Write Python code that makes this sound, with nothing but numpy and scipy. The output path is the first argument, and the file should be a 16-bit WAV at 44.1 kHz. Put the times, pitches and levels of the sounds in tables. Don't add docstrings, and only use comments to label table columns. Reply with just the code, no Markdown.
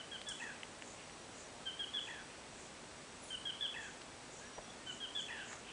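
import sys
import numpy as np
from scipy import signal
from scipy.fft import rfft, irfft
from scipy.io import wavfile

SR = 44100
rng = np.random.default_rng(int(sys.argv[2]) if len(sys.argv) > 2 else 0)


def master(y):
    cut = np.clip(np.atleast_2d(y).T, -1, 1)
    pcm = np.round(cut * 32767)
    wavfile.write(sys.argv[1], SR, pcm.astype(np.int16))


N = 252252
TIME = np.arange(N) / SR

# start_s, beat_s, first_pitch_hz, first_octave_db, crescendo_db, growl_s, growl_db
RAIL_PHRASES = [(-.036, .147, 1610, -50, 1.2, .14, -48.5), (1.654, .137, 1590, -45, 2, 0.16, -51),
                (3.303, .1485, 1568, -44, 1.5, .16, -49.5), (4.862, 0.14, 1538, -48, 3.5, .16, -49)]


def undb(db):
    return 10 ** (np.asarray(db) / 20)


def clock(length_s):
    return np.arange(int(length_s * SR)) / SR


def add(track, start_s, sound):
    at = int(start_s * SR) + np.arange(len(sound))
    inside = (at >= 0) & (at < N)
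    track[at[inside]] += sound[inside]


def contour(points, f):
    hz, db = np.transpose(points)
    return undb(np.interp(np.log(f), np.log(hz), db))


def noise(colour):
    f = np.fft.rfftfreq(N, 1 / SR) + 1e-6
    x = irfft(rfft(rng.standard_normal(N)) * colour(f), N)
    return x / x.std()


def band(hz, width_hz):
    return noise(lambda f: 1 / (1 + ((f - hz) / width_hz * 2) ** 4) ** .5)


def wobble(rate_hz, samples=N):
    return noise(lambda f: np.exp(-(f / rate_hz) ** 2))[:samples]


def gate(t, rise_s, fall_s):
    return np.clip(t / rise_s, 0, 1) * np.clip((t[-1] - t) / fall_s, 0, 1)


def syrinx(hz, jitter):
    return 2 * np.pi * np.cumsum(hz * (1 + jitter * wobble(390, len(hz)))) / SR


def wood_ring(modes, give_s=.00022):
    t = clock(.1)
    x = sum((-1) ** k * undb(db) * np.sin(2 * np.pi * hz * t) * undb(-60 * t / t60_s)
            for k, (hz, db, t60_s) in enumerate(modes))
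    x *= 1 - np.exp(-t / give_s)
    return x / np.abs(x).max()


def whistle_time(start_s, beat_s, k, drag=.024):
    return start_s + k * beat_s * (1 + drag * (k - 1))


def rail_whistles(second_hz=1639, third_hz=1719, end_hz=1397, fundamental_db=-57, sag=.502):
    out = np.zeros(N)
    for start_s, beat_s, first_hz, octave_db, crescendo_db, _, _ in RAIL_PHRASES:
        for k, top_hz in enumerate([first_hz, second_hz, third_hz]):
            t = clock(.0565 + k * .0028)
            progress = t / t[-1]
            fall = sag * progress ** 2 + (1 - sag) * progress ** 7
            phase = syrinx(top_hz + (end_hz - top_hz) * fall, jitter=.004)
            overtones = np.sin(2 * phase) + undb(-32) * np.sin(3 * phase)
            tone = undb(fundamental_db) * np.sin(phase) + undb(octave_db + k * crescendo_db) * overtones
            shimmer = undb(2.57 * wobble(170, len(t)))
            note = np.sqrt(2) * gate(t, rise_s=.0044, fall_s=.0055) * shimmer * tone
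            add(out, whistle_time(start_s, beat_s, k), note)
    return out


def thicket(calls, t60_s=.89, build_s=.038):
    # frequency_hz, gain_db
    stem_eq = [(800, -12), (1700, -12.5), (2600, -4), (3000, -14), (3200, -9), (3400, -9.5), (3800, -23),
               (9000, -10)]
    # delay_s, gain_db
    trunk_echoes = [(0.024, -12), (.033, -10.5), (0.067, -14.5)]
    build = 1 - np.exp(-(TIME / build_s) ** 5)
    tail = rng.standard_normal(N) * build * undb(-60 * TIME / t60_s)
    scattered = signal.fftconvolve(calls, tail / np.linalg.norm(tail))
    f = np.fft.rfftfreq(2 * N, 1 / SR) + 1e-6
    out = calls + irfft(rfft(scattered, 2 * N) * contour(stem_eq, f))[:N]
    for delay_s, db in trunk_echoes:
        add(out, delay_s, undb(db) * calls)
    return out


def air_and_hiss(level_db=-53.5):
    # frequency_hz, relative_db
    bed_eq = [(18, -39), (30, -9.5), (123, -6), (230, -6), (266, -5.5), (301, -5), (538, -5), (720, -6.5),
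              (1420, -10.5), (2870, -13.5), (3160, -15), (3480, -14.5), (5260, -17), (8150, -18),
              (9890, -21.5), (12900, -85), (21800, -120)]
    return undb(level_db) * noise(lambda f: contour(bed_eq, f))


def camera_whine(drift_rad=1.7):
    # pitch_hz, level_db
    tones = [(242, -69.5), (7865, -75), (8000, -74), (8032, -79.5)]
    return sum(np.sqrt(2) * undb(db) * np.sin(2 * np.pi * hz * TIME + drift_rad * wobble(12))
               for hz, db in tones)


def insect_trill(pulse_hz=10):
    # time_s, level_db
    ride = [(.7, -80), (1.15, -70), (1.7, -77), (2.9, -74), (4.25, -76), (4.52, -63), (4.85, -78)]
    pulses = 1.5 * np.sin(np.pi * pulse_hz * TIME + wobble(4)) ** 2
    return undb(np.interp(TIME, *np.transpose(ride))) * pulses * band(5755, 67)


def twig_snaps():
    # start_s, peak_db, pitch_hz, t60_s
    snaps = [(0.2159, -33, 3070, 0.0023), (0.6324, -31.5, 2690, 0.0085), (0.8224, -35.5, 2450, 0.0041),
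             (1.097, -44, 2620, 0.0052), (5.53, -38.5, 1610, 0.0068)]
    # pitch_ratio, relative_db
    twig_modes = [(.76, 0), (1, -1), (1.14, 1.5), (2.85, -10)]
    out = np.zeros(N)
    for start_s, peak_db, hz, t60_s in snaps:
        modes = [(hz * ratio, db, t60_s) for ratio, db in twig_modes]
        add(out, start_s, undb(peak_db) * wood_ring(modes))
    return out


def bird_chip(start_s=.287, level_db=-43, decay_s=.0069, linger_s=.061):
    out, t = np.zeros(N), clock(.2)
    fade = np.exp(-t / decay_s) + undb(-12) * np.exp(-t / linger_s)
    hiss = band(7770, 2200) + undb(-9) * band(5550, 600)
    add(out, start_s, undb(level_db) * fade * hiss[:len(t)])
    return out


def insect_lisps(centre_hz=7000, slide_hz_per_s=4500, spread_hz=1050, length_s=.32, half_width_s=.073):
    cues = [.42, .90, 1.41, 2.06, 2.62, 3.28, 3.858, 4.38, 4.93, 5.221, 5.52]
    # time_s, level_db
    ride = [(1.4, -60.5), (2.6, -64), (3.3, -61.5), (5.5, -57.5)]
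    out = np.zeros(N)
    t = clock(length_s) - length_s / 2
    phase = 2 * np.pi * np.cumsum(centre_hz - slide_hz_per_s * t) / SR
    swell = np.exp(-(t / half_width_s) ** 2)
    for middle_s in cues:
        rasp = sum(wobble(spread_hz, len(t)) * wave(phase) for wave in (np.sin, np.cos))
        db = np.interp(middle_s, *np.transpose(ride)) + 2 * wobble(91, len(t))
        add(out, middle_s - length_s / 2, undb(db) * swell * rasp)
    return out


def rail_growls(open_hz=847, top_hz=990, end_hz=747, warble_hz=54, throat_open_hz=2590, throat_width_hz=480):
    out = np.zeros(N)
    for start_s, beat_s, _, _, _, length_s, growl_db in RAIL_PHRASES:
        t = clock(length_s)
        opening = 1 / (1 + (t / .0192) ** 10)
        accent = np.exp(-(t / .035) ** 2)
        sinking_hz = np.linspace(top_hz, end_hz, len(t))
        hz = opening * open_hz + (1 - opening) * sinking_hz
        warble = 1 + .044 * np.cos(2 * np.pi * warble_hz * (t - .0075))
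        phase = syrinx(hz * warble, jitter=.018)
        throat_hz = opening * throat_open_hz + (1 - opening) * 2 * sinking_hz
        fundamental_db = -1 + 6 * (accent - opening)
        tone = sum(undb(db) * np.sin(k * phase) / np.hypot(1, (k * hz - throat_hz) / throat_width_hz * 2)
                   for k, db in enumerate([fundamental_db, 0, -4.5], 1))
        grit = 1 + .34 * wobble(240, len(t))
        envelope = undb(growl_db + 5 * accent - 5 * t / length_s) * gate(t, rise_s=.004, fall_s=.0091)
        add(out, whistle_time(start_s, beat_s, 2) + .132, np.sqrt(2) * envelope * grit * tone)
    return out


def rustles_thud_and_rasp(flicker_db=1.5):
    # middle_s, half_width_s, centre_hz, width_hz, level_db
    swells = [(1.006, 0.041, 2500, 900, -59.5), (4.017, 0.004, 2800, 4000, -48.5),
              (4.589, 0.014, 560, 750, -49), (5.402, 0.091, 2900, 600, -54.5),
              (5.534, 0.055, 1377, 1394, -53.5), (5.71, 0.056, 2850, 700, -53.5)]
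    out = np.zeros(N)
    for middle_s, half_width_s, hz, width_hz, db in swells:
        swell = np.exp(-((TIME - middle_s) / half_width_s) ** 2)
        out += undb(db + flicker_db * wobble(90)) * swell * band(hz, width_hz)
    return out


def bird_slurs(flicker_db=4):
    # start_s, length_s, first_pitch_hz, last_pitch_hz, level_db
    slurs = [(3.209, 0.14, 10200, 8260, -60), (3.305, 0.12, 8600, 8520, -62), (4.398, 0.1, 1610, 1763, -58),
             (4.612, 0.12, 3400, 3405, -62), (4.775, 0.071, 1830, 1836, -62.5)]
    out = np.zeros(N)
    for start_s, length_s, first_hz, last_hz, db in slurs:
        t = clock(length_s)
        phase = syrinx(np.linspace(first_hz, last_hz, len(t)), jitter=.026)
        envelope = undb(db + flicker_db * wobble(70, len(t))) * gate(t, rise_s=.013, fall_s=.015)
        add(out, start_s, envelope * np.sin(phase))
    return out


def wood_knocks():
    # start_s, peak_db
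    knocks = [(4.582, -39), (4.604, -52)]
    # pitch_hz, relative_db, t60_s
    wood_modes = [(373, -10, 0.054), (530, 3.5, 0.055), (770, -14, 0.017), (870, 12, 0.015),
                  (1060, -3, 0.027), (1790, 1, .02)]
    out = np.zeros(N)
    for start_s, peak_db in knocks:
        add(out, start_s, undb(peak_db) * wood_ring(wood_modes))
    return out


def scene():
    birds = thicket(rail_whistles() + rail_growls() + bird_slurs() + bird_chip())
    insects = insect_trill() + insect_lisps()
    spot_sounds = twig_snaps() + wood_knocks() + rustles_thud_and_rasp()
    mono = birds + insects + spot_sounds + air_and_hiss() + camera_whine()
    return np.array([mono, mono])


def record(dry, cutoff_hz=10050):
    return signal.sosfilt(signal.ellip(12, .2, 70, cutoff_hz, fs=SR, output="sos"), dry)


dry = scene()
out = record(dry)
master(out)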